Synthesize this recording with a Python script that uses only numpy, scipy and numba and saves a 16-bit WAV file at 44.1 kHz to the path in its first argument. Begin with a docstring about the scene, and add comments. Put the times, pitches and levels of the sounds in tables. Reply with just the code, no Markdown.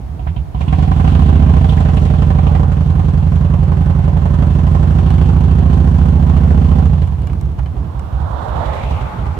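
"""V-twin ride from the saddle

A big V-twin motorcycle on a track: lumpy idle, a blip, a slow pull, then idle at a junction as a pickup passes.
Each firing rings the exhaust, whose pitch glides while the piston rises behind the open valve; gas and valve
gear hiss, a loose panel rasps, hard firings bark, the drive clunks. Two microphones hear the engine unevenly,
the right louder in the bass and mids, and loud peaks overload with a rounded knee."""
import sys
import numpy as np
from scipy import signal
from scipy.fft import rfft, irfft
from scipy.io import wavfile
from scipy.ndimage import uniform_filter1d
from numba import njit

SR = 44100
rng = np.random.default_rng(int(sys.argv[2]) if len(sys.argv) > 2 else 0)


def dump(signal):
    """Clip the signal to [-1, 1] and save it as 16-bit WAV at the path in sys.argv[1]."""
    limited = np.clip(np.atleast_2d(signal).T, -1, 1)
    pcm = np.round(limited * 32767).astype(np.int16)
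    wavfile.write(sys.argv[1], SR, pcm)


def level_to_linear(level):
    """Convert decibel levels to linear amplitude factors, elementwise."""
    exponent = np.asarray(level, float) / 20
    return 10 ** exponent


N = 414090
T = np.arange(N) / SR

# open-air hush by frequency: pitch_hz, level_db
AIR_COLOUR = [(30, -18.5), (100, 0), (280, -1), (450, -12.5), (750, -5), (1300, -19), (2000, -23.5),
              (4000, -31), (8000, -38.5), (15000, -40)]
AIR_DB, WIND_DB = -39, -28  # mean levels at the microphones

# passing pickup as the rider's head turns after it:
# time_s, roar_db, roar_hz (before ROAR_SHIFT), hiss_db, hiss_hz, left_minus_right_db
PICKUP_PASS = [(7.5, -55, 804, -74.5, 1660, -13), (8.05, -41.5, 870, -66, 1690, -18.5),
               (8.2, -35.5, 850, -59.5, 1705, -14.5), (8.33, -30.5, 805, -54, 1705, -15.5),
               (8.6, -25, 797, -44, 1760, -12.5), (8.76, -24, 693, -36, 1975, -6.5),
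               (8.89, -27, 659, -41.5, 2630, 0.5), (8.97, -28.5, 795, -41, 2550, -2),
               (9.1, -32, 952, -45.5, 2170, 0.5), (9.39, -36, 940, -50, 2190, 2)]
ROAR_SHIFT, ROAR_WIDTH_HZ, HISS_WIDTH_HZ = 1.145, 990, 1100
# tread tone heard from behind the pickup
WHINE_HZ, WHINE_WIDTH_HZ, WHINE_DB, WHINE_FROM_S = 850, 8.8, -7, 8.93
WASH_HZ, WASH_WIDTH_HZ, WASH_DB = 3560, 1100, -26.5  # spray of tread noise, under the roar

# drive and gear clunks: start_s, ring_db, low_knock_db, bright_tick_db
CLUNKS_AT = [(5.1043, -41.5, -14, -36.5), (5.1822, -44, -18, -39.5), (5.4068, -48, -16, -40),
             (7.0738, -55, -23, -40), (7.22, -61, -21.5, -40), (7.2716, -47, -16.5, -33),
             (7.298, -53, -18, -57), (7.332, -55, -18, -37), (7.4118, -63, -20, -35),
             (7.455, -69, -24, -46), (7.518, -68, -30, -48), (7.582, -59, -27, -51), (7.589, -59, -11, -54),
             (7.6297, -62, -27, -47.5), (7.66, -45.5, -17.5, -54), (7.9944, -56.5, -21.5, -37),
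             (9.257, -63, -15, -47)]
# metal modes of a clunk: pitch_hz, t60_s, level_db
CLUNK_MODES = [(2370, 0.04, 4), (2950, 0.05, 5.5), (4100, 0.028, -1.5), (5600, 0.03, -28),
               (7130, 0.03, -19), (8260, 0.019, -25), (11460, .02, -25)]
DETUNE = .02  # spread of mode pitch from one clunk to the next, as a share

# hard firings that bark: start_s, crack_db, panel_ring_db, crack_hz
BARKS_AT = [(0.193, -42, -27, 2690), (0.2713, -30, -21, 1770), (0.3614, -33, -31, 3030),
            (0.5455, -40, -21, 3120), (0.6095, -29, -24.5, 2500), (0.6804, -29, -36, 2940),
            (0.7272, -26.5, -20.5, 1860), (0.7845, -47, -24, 2500), (0.824, -32, -25, 1940),
            (0.878, -36, -28, 1860), (0.9153, -28.5, -15.5, 1530), (0.997, -27.5, -17, 1590),
            (1.0412, -33, -29, 1520), (1.0751, -25, -26, 1510), (1.15, -34, -25, 1760),
            (1.4232, -31, -19, 1550), (1.491, -41, -21, 2690), (1.537, -39, -25, 2140),
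            (1.5648, -40, -21.5, 1640), (1.61, -35, -19, 1800), (1.6413, -32.5, -18, 1800),
            (1.692, -23, -25.5, 3340), (1.7718, -28, -27, 1710), (1.8546, -27, -30, 1580),
            (1.969, -25, -20, 2860), (2.055, -34, -27, 2000), (2.1, -38, -33, 1750),
            (2.138, -35, -19, 2200), (2.221, -33, -19, 2190), (2.302, -34, -27, 1640),
            (2.3855, -35, -19, 2060), (2.4665, -29.5, -19, 2750), (2.5498, -31, -34, 1920),
            (2.7674, -41, -30, 1780), (5.7267, -41, -20.5, 2220), (6.366, -35, -23, 2000)]
BARK_S, BARK_WIDTH_HZ, BARK_RING_S = 0.015, 1020, 0.088  # crack decay, crack width, panel t60

# frame and tank modes struck by each firing, at the reference speed:
# pitch_hz, width_hz, level_db, rise_db_per_100rpm, rise_hz_per_100rpm
FRAME_MODES = [(234, 8.1, 52.5, 6, 4.5), (390.4, 20, 54.5, 1.1, -1.5)]
# loose panel modes struck by each firing, at the reference speed:
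# pitch_hz, width_hz, level_db, rise_db_per_100rpm, rise_hz_per_100rpm
PANEL_MODES = [(771, 35, 52.6, -0.54, 4), (1039, 40, 44.8, -0.19, 7.6)]
RIGHT_LATER_S, PANEL_LATER_S = .0007, .00055  # lags at the right microphone: engine, panel ring
# three body resonances that drift and swell as the rider shifts and the load changes, each: time_s, pitch_hz, level_db
DRIFTING_MODES = [
    [(0, 292, 41.5), (.7, 285, 56), (1.3, 308, 53), (2, 294, 46), (3, 285, 51.5), (4, 295, 43),
     (4.7, 331, 54.5), (5.2, 349, 56.5), (5.7, 337, 53), (6.4, 334, 54), (7, 322, 47), (9.39, 298, 46.5)],
    [(0, 444, 41), (.8, 435, 52), (1.3, 452, 46), (1.7, 465, 53.5), (2.6, 471, 54), (3, 473, 45),
     (4, 459, 46.5), (4.8, 462, 39.5), (6, 455, 46.5), (6.5, 467, 51), (7, 463, 47), (9.39, 452, 40)],
    [(0, 644, 38), (1, 652, 46), (1.6, 631, 51), (2.1, 603, 55), (2.7, 580, 51), (3.3, 571, 47),
     (4.1, 572, 52), (4.7, 592, 50), (5.5, 597, 41), (6.8, 598, 42), (7.2, 586, 37), (9.39, 590, 41)],
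]
# width of each drifting resonance: width_hz
DRIFT_WIDTHS = [20, 17, 13]

# engine speed: time_s, crank_rpm
ENGINE_SPEED = [(0.0, 654.4), (0.31, 713.4), (0.44, 589.0), (0.79, 1252.4), (1.22, 1742.4), (1.33, 1811.1),
                (1.69, 1501.3), (1.98, 1423.7), (2.55, 1477.5), (2.8, 1299.1), (3.44, 1327.6),
                (4.13, 1337.0), (4.39, 1462.9), (4.56, 1455.8), (5.01, 1560.8), (6.01, 1706.1),
                (6.83, 1721.8), (7.06, 1159.0), (7.35, 953.8), (7.59, 658.7), (8.81, 686.8), (9.39, 654.3)]
REFERENCE_RPM = 1624
START_CYCLE, REAR_AT = .938, .429  # shares of the four-stroke cycle: done at 0 s, rear cylinder's lag
# throttle: time_s, firing_db, gas_noise_db, panel_rasp_db, gas_treble_db, upper_exhaust_modes_db
THROTTLE_COURSE = [(0, -23, -62, -63, -0.5, -9), (.3, -14.5, -46.5, -29, 2.5, -4),
                   (.5, -15.5, -53, -39, 0, 6), (.6, -13.5, -34, -29, 1.5, 0.5),
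                   (.72, -9.5, -31, -28.5, -0.5, 0), (1.1, -7, -29.5, -27.5, 1.5, 4),
                   (1.4, -6, -29.5, -27.5, -2, 6), (1.7, -7.5, -29.5, -29.5, 1, 1),
                   (2.1, -8, -30, -34, -2, 1), (2.55, -7.5, -28.5, -29, -5, -2.5),
                   (2.7, -9.5, -31, -43.5, -3.5, -2.5), (3.4, -8.5, -32, -43.5, -4.5, -4),
                   (4.15, -9, -30.5, -45, -6, -3), (4.4, -8, -29.5, -52, -4.5, 1),
                   (5.1, -7.5, -29.5, -51.5, -2, 1), (5.9, -8, -30.5, -42, -5, 3.5),
                   (6.82, -7.5, -30, -41, -3, 5), (6.95, -9.5, -35.5, -46, 0.5, -8.5),
                   (7.05, -13.5, -35.5, -45, -2, -7), (7.45, -14, -41.5, -56, -1, -15),
                   (7.7, -15.5, -43.5, -41, -2, -15), (8.3, -15.5, -40.5, -52, 4, -9),
                   (8.8, -16, -31, -52, 3.5, 4), (9.39, -16, -33, -51, -3.5, -5)]
# uneven firings off throttle, weaker or stronger than usual: time_s, change_db
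UNEVEN_FIRINGS = [(.44, -12), (6.93, 2), (7.015, 3), (7.5, -3.5), (7.6, 3), (7.85, -4), (8.03, -8.5),
                  (8.385, -6.5), (8.735, -10), (9.09, -14)]
# front exhaust modes, before heat, idle and load shift them:
# valve_opens_hz, valve_shuts_hz, open_t60_s, shut_t60_s, level_db, delay_s, polarity
FRONT_EXHAUST = [(44.7, 67, 1.2, 0.11, 0.5, .0033, -1), (109.4, 145.5, 1.2, 0.083, -5, -.0016, -1),
                 (147.6, 190, 0.072, 0.3, -8, .0027, 1), (201, 221, 0.11, 0.027, -11.5, -.0007, 1),
                 (289, 240, 0.15, 0.062, -26.5, .001, 1), (389, 450, 0.16, 0.14, -30, .001, -1)]
# rear exhaust modes, likewise:
# valve_opens_hz, valve_shuts_hz, open_t60_s, shut_t60_s, level_db, delay_s, polarity
REAR_EXHAUST = [(58.1, 79.4, 2.8, 0.12, 0.5, .0038, -1), (115.3, 137.3, 0.53, 0.049, -7, -.0019, -1),
                (153, 152, .6, 0.17, -9, .0025, 1), (194.5, 244, 0.047, 0.37, -10.5, -.0009, 1),
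                (258.4, 300, 0.13, 0.17, -24, .001, 1), (384, 395, 0.1, .12, -25, .001, -1)]
LUG_DB = 7.5  # overtone gain if a loaded engine fell from the reference speed to rest
# silencer and engine case resonances, widths before two passes: pitch_hz, width_hz, level_db
CASE_MODES = [(235, 323, 11), (316, 600, -1.5), (467, 280, 3.5), (580, 56, 0), (761, 132, 11.5),
              (1030, 93, 8), (704, 620, 0), (1400, 530, -11.5), (1970, 420, -15.5), (2730, 770, -9),
              (3445, 570, -11.5), (4450, 2270, -22.5), (6860, 5200, -37), (12200, 1700, -42.5)]
# low burble, fuller while the engine runs down: time_s, level_db
BURBLE_COURSE = [(0, -36.5), (.5, -34), (6.9, -26), (7.08, -27), (7.5, -28.5), (7.7, -29.5), (7.86, -25.5),
                 (7.92, -32.5), (9.39, -27.5)]
RASP_HOLD_S = 0.03  # the panel keeps buzzing after each firing

# uneven microphones, for the bike: pitch_hz, left_minus_right_db
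MIC_BALANCE = [(60, -6), (110, -5.5), (200, -6), (380, -5), (700, -9), (1290, -7), (2380, -4), (4400, 1),
               (8120, 15), (15000, 2)]


def curve(table, at=T):
    """Columns of a table joined by straight lines."""
    s, *columns = np.transpose(table)
    return [np.interp(at, s, c) for c in columns]


def unit(x):
    """Scale to rms 1."""
    return x / np.sqrt(np.mean(x ** 2))


def noise():
    """White noise, independent at the two microphones."""
    return rng.standard_normal((2, N))


def colour(x, hz, db):
    """Filter by points of pitch and level."""
    f = np.fft.rfftfreq(N, 1 / SR) + 1
    return irfft(rfft(x) * level_to_linear(np.interp(np.log(f), np.log(hz), db)), N)


def band(x, hz, width):
    """Resonance with gain 1 at its centre."""
    return signal.lfilter(*signal.iirpeak(hz, hz / width, SR), x)


def lowpass(x, order, hz):
    """Roll off everything above hz."""
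    return signal.sosfilt(signal.butter(order, hz, fs=SR, output="sos"), x)


def walk(rate):
    """Random wander at about rate steps a second, spread near 1."""
    k = int(SR / rate)
    steps = np.repeat(rng.standard_normal(N // k + 1), k)
    return unit(uniform_filter1d(steps, k)[:N])


@njit
def ring(x, hz, loss):
    """One mode whose pitch and damping move every sample."""
    y, z = np.empty(len(x)), 0j
    for i in range(len(x)):
        z = z * np.exp(complex(-loss[i], 2 * np.pi * hz[i] / SR)) + x[i]
        y[i] = z.imag
    return y


def sweep(x, hz, width):
    """Resonance whose centre moves, gain near 1."""
    loss = np.full(N, np.pi * width / SR)
    return 2 * loss * ring(x, hz, loss)


def air():
    """Open-air hush, with wind on the microphones in the bass."""
    hush = unit(colour(noise(), *np.transpose(AIR_COLOUR)))
    wind = unit(band(band(noise(), 37, 50), 37, 50))
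    return level_to_linear(AIR_DB + .4 * walk(1.5)) * hush + level_to_linear(WIND_DB + 3 * walk(3)) * wind


def tyre(hz, width):
    """Tyre noise through a moving resonance, applied twice."""
    return unit(np.array([sweep(sweep(v, hz, width), hz, width) for v in noise()]))


def pickup():
    """Tyre roar, a hiss above it and a late tread tone; it moves from the right microphone to the middle."""
    roar_db, roar_hz, hiss_db, hiss_hz, pan_db = curve(PICKUP_PASS)
    limits = signal.butter(3, [470, 1750], "band", fs=SR, output="sos")
    roar = unit(signal.sosfilt(limits, tyre(ROAR_SHIFT * roar_hz, ROAR_WIDTH_HZ)))
    whine = unit(band(rng.standard_normal(N), WHINE_HZ, WHINE_WIDTH_HZ))
    whine = whine * np.clip((T - WHINE_FROM_S) / .06, 0, 1)
    wash = unit(band(band(noise(), WASH_HZ, WASH_WIDTH_HZ), WASH_HZ, WASH_WIDTH_HZ))
    hiss = tyre(hiss_hz, HISS_WIDTH_HZ) + level_to_linear(-22) * unit(band(noise(), 5500, 3500))
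    tyres = level_to_linear(roar_db) * (roar + level_to_linear(WASH_DB) * wash + level_to_linear(WHINE_DB) * whine) + level_to_linear(hiss_db) * hiss
    return level_to_linear(np.array([pan_db, -pan_db]) / 2 + 1.0 * walk(12)) * tyres


def clunks():
    """Short metal knocks of drive and gears: ringing modes, a low knock and a bright tick."""
    out, t = np.zeros((2, N)), np.arange(int(.1 * SR)) / SR
    for s, ring_db, low_db, tick_db in CLUNKS_AT:
        chance = rng.standard_normal((2, len(CLUNK_MODES), 2))
        low_burst, tick_burst = rng.standard_normal((2, 2, len(t)))
        knock = band(band(low_burst * np.exp(-t / 0.0099), 950, 700), 750, 900)
        tick = band(tick_burst * np.exp(-t / 0.0023), 3400, 4500)
        hit = 0
        for k, (hz, t60, mode_db) in enumerate(CLUNK_MODES):
            level_chance, pitch_chance = chance[0, k, :, None], chance[1, k]
            tone = np.sin(2 * np.pi * hz * (1 + DETUNE * pitch_chance[0]) * t)
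            hit = hit + level_to_linear(mode_db + 1.5 * level_chance) * tone * 1000. ** (-t / t60)
            # a sharp contact also stirs the modes regardless of their own levels and is damped at once
            tone = np.sin(2 * np.pi * hz * (1 + 2 * DETUNE * pitch_chance[1]) * t)
            contact_db = 3.1 * level_chance - 3.5 * np.log2(hz / 4000)
            tick = tick + 0.2 * level_to_linear(contact_db) * tone * 1000. ** (-t / 0.0093)
        i = int(s * SR)
        out[:, i:i + len(t)] += level_to_linear(ring_db) * hit + level_to_linear(low_db) * knock + level_to_linear(tick_db) * tick
    return out


def barks():
    """A hard firing cracks in the treble and rings the loose panel."""
    out, t = np.zeros((2, N)), np.arange(int(.08 * SR)) / SR
    for s, crack_db, ring_db, hz in BARKS_AT:
        puff = np.exp(-t / BARK_S) * np.minimum(t / 0.0018, 1)
        burst = rng.standard_normal((2, len(t))) * puff
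        crack = band(band(burst, hz, BARK_WIDTH_HZ), hz, 2 * BARK_WIDTH_HZ)
        crack = 3 * lowpass(crack, 4, 3700)
        over = (curve(ENGINE_SPEED, s)[0] - REFERENCE_RPM) / 100
        panel = 0
        for k, (mode_hz, *_, rise_hz) in enumerate(PANEL_MODES):
            panel = panel + level_to_linear(-5.5 * k) * np.cos(2 * np.pi * (mode_hz + rise_hz * over) * t)
        panel = panel * 1000. ** (-t / BARK_RING_S) * np.minimum(t / 0.0011, 1)
        panel = np.array([panel, np.roll(panel, int(PANEL_LATER_S * SR))])
        i = int(s * SR)
        out[:, i:i + len(t)] += level_to_linear(crack_db) * crack + level_to_linear(ring_db) * panel
    return out


def leading_edge(gate):
    """The rise of each gas puff, which is what strikes the metal."""
    return np.maximum(np.diff(gate, prepend=0), 0)


def struck(gate, modes, later_s):
    """Modes rung by the leading edge of each gas puff, later at the right microphone."""
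    blow, y = leading_edge(gate), 0
    over = (curve(ENGINE_SPEED)[0] - REFERENCE_RPM) / 100
    for hz, width, db, rise_db, rise_hz in modes:
        level = level_to_linear(db + rise_db * np.maximum(over, -3.5) + 1.7 * walk(3.3))
        y = y + level * band(sweep(blow, hz + rise_hz * over, width), hz, 8 * width)
    return np.array([y, np.roll(y, int(later_s * SR))])


def drifting(gate):
    """Moving body resonances rung by the leading edge of each gas puff."""
    blow, y = leading_edge(gate), 0
    for table, width in zip(DRIFTING_MODES, DRIFT_WIDTHS):
        hz, db = curve(table)
        y = y + level_to_linear(db + 0.65 * walk(3.3)) * sweep(sweep(blow, hz, width), hz, 8 * width)
    return y


def burble():
    """Uneven low rumble beneath the engine, alike at both microphones."""
    rumble = unit(band(band(rng.standard_normal(N), 85, 90), 100, 200))
    return level_to_linear(curve(BURBLE_COURSE)[0] + 2.35 * walk(14)) * rumble


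def panel_rasp(gate_front, gate_rear):
    """A loose panel rasps and rings at each firing while the engine labours off idle."""
    hold = int(RASP_HOLD_S * SR)
    gate = gate_front + gate_rear
    buzz = uniform_filter1d(gate, hold, origin=(hold - 1) // 2)  # mean of the time just past
    shake = noise() * (.5 * gate + 0.88 * buzz)
    high = band(band(lowpass(shake, 4, 3700), 2700, 2000), 2700, 2400)
    low = band(band(shake, 730, 260), 740, 300)
    return high + level_to_linear(3.5) * low + struck(gate_front + 1.54 * gate_rear, PANEL_MODES, PANEL_LATER_S)


def gas_noise(gate_front, gate_rear, load, treble_db):
    """Gas and valve-gear hiss through silencer and case, only partly shared and later at the right."""
    gate = 0.3 + 0.27 * load + gate_front + 1.6 * gate_rear
    shared = rng.standard_normal(N)
    shared = np.array([shared, np.roll(shared, int(RIGHT_LATER_S * SR))])
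    rattle = (noise() + .8 * shared) * level_to_linear(2.3 * rng.exponential(size=N))  # spiky
    gas = 0
    for k, (hz, width, mode_db) in enumerate(CASE_MODES):
        # the treble holds more steady valve-gear hiss
        source = np.roll(rattle, 1000 * k, axis=1) * (gate + hz / 6000)
        level = level_to_linear(mode_db + 2.0 * walk(25) + treble_db * (hz > 2400))
        gas = gas + level * band(band(source, hz, 1.78 * width), hz, 1.75 * width)
    return unit(gas)


def crank():
    """Four-stroke cycles done at each sample: one for every two turns."""
    return START_CYCLE + np.cumsum(curve(ENGINE_SPEED)[0]) / (60 * 2 * SR)


def cylinder(cycles, db, load, upper_db, pipe):
    """Firings of one cylinder: exhaust ring, and the gate that opens gas noise."""
    fired = np.flatnonzero(np.diff(np.floor(cycles)) > 0)
    chance = rng.standard_normal((2, len(fired)))
    extra_db = (1.4 - 1.47 * load[fired]) * chance[0]
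    for s, change_db in UNEVEN_FIRINGS:
        extra_db += change_db * (abs(T[fired] - s) < .025)
    kick, puff = np.zeros((2, N))
    kick[fired] = level_to_linear(extra_db + db[fired])
    puff[fired] = level_to_linear(extra_db + 1.53 * chance[1])

    stroke = cycles % 1 / (.31 - 0.051 * load)  # 0-1 while the exhaust valve is open
    glide = np.minimum(stroke, 1) ** (1.9 - 0.65 * load)
    heat = 1 + .11 * load  # hot gas carries sound faster
    lug_db = LUG_DB * load * (1 - curve(ENGINE_SPEED)[0] / REFERENCE_RPM)
    overtone_db = lug_db - 3.2 * (1 - load)  # gentle firings stir the overtones less
    out = 0
    for k, (open_hz, shut_hz, t_open, t_shut, mode_db, delay, sign) in enumerate(pipe):
        # at idle the glide sits higher
        open_hz, shut_hz = open_hz + 6 * (1 - load), shut_hz + 11 * (1 - load)
        # the rising piston shrinks the volume behind the pipe
        hz = heat * (open_hz + (shut_hz - open_hz) * glide)
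        t60 = np.where(stroke < 1, t_open, t_shut * (0.68 + 0.35 * load))
        mode = np.roll(ring(kick, hz, np.log(1000) / SR / t60), int(delay * SR))
        out = out + sign * level_to_linear(mode_db + overtone_db * (k > 0) + upper_db * (k > 2)) * mode
    fall = np.exp(-1 / (.014 * SR))
    late_puff = np.roll(puff, int(.003 * SR))  # gas trails the pressure front
    return out, signal.lfilter([1], [1, -fall], late_puff)


def engine():
    """Both cylinders and what they shake; the exhaust throb is alike at both microphones."""
    db, gas_db, rasp_db, treble_db, upper_db = curve(THROTTLE_COURSE)
    load = np.clip((db + 15.5) / 5.5, 0, 1)
    cycles = crank()
    front, gate_front = cylinder(cycles, db, load, upper_db, FRONT_EXHAUST)
    rear, gate_rear = cylinder(cycles - REAR_AT, db, load, upper_db, REAR_EXHAUST)
    throb = level_to_linear(1.69) * lowpass(front + rear, 2, 450)
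    gate = gate_front + gate_rear
    gas = gas_noise(gate_front, gate_rear, load, treble_db)
    body = struck(gate, FRAME_MODES, RIGHT_LATER_S) + drifting(gate)
    rasp = level_to_linear(rasp_db) * panel_rasp(gate_front, gate_rear)
    return rasp + burble() + throb + level_to_linear(gas_db) * (gas + body)


def scene():
    """Bike sounds take the microphones' uneven balance; pickup and air are added as they are."""
    hz, db = np.transpose(MIC_BALANCE)
    left, right = engine() + clunks() + barks()
    bike = np.array([colour(left, hz, db / 2), colour(right, hz, -db / 2)])
    return bike + pickup() + air()


def top_cut(x):
    """Nothing passes above the cut-off."""
    return signal.sosfilt(signal.butter(12, 15660, fs=SR, output="sos"), x)


def record(dry):
    """Microphone bass roll-off, then overload with a rounded knee."""
    x = signal.sosfilt(signal.butter(3, 45, "high", fs=SR, output="sos"), dry)
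    x = x / (1 + abs(x) ** 10) ** .1
    return top_cut(x)


dry = scene()
out = record(dry)
dump(out)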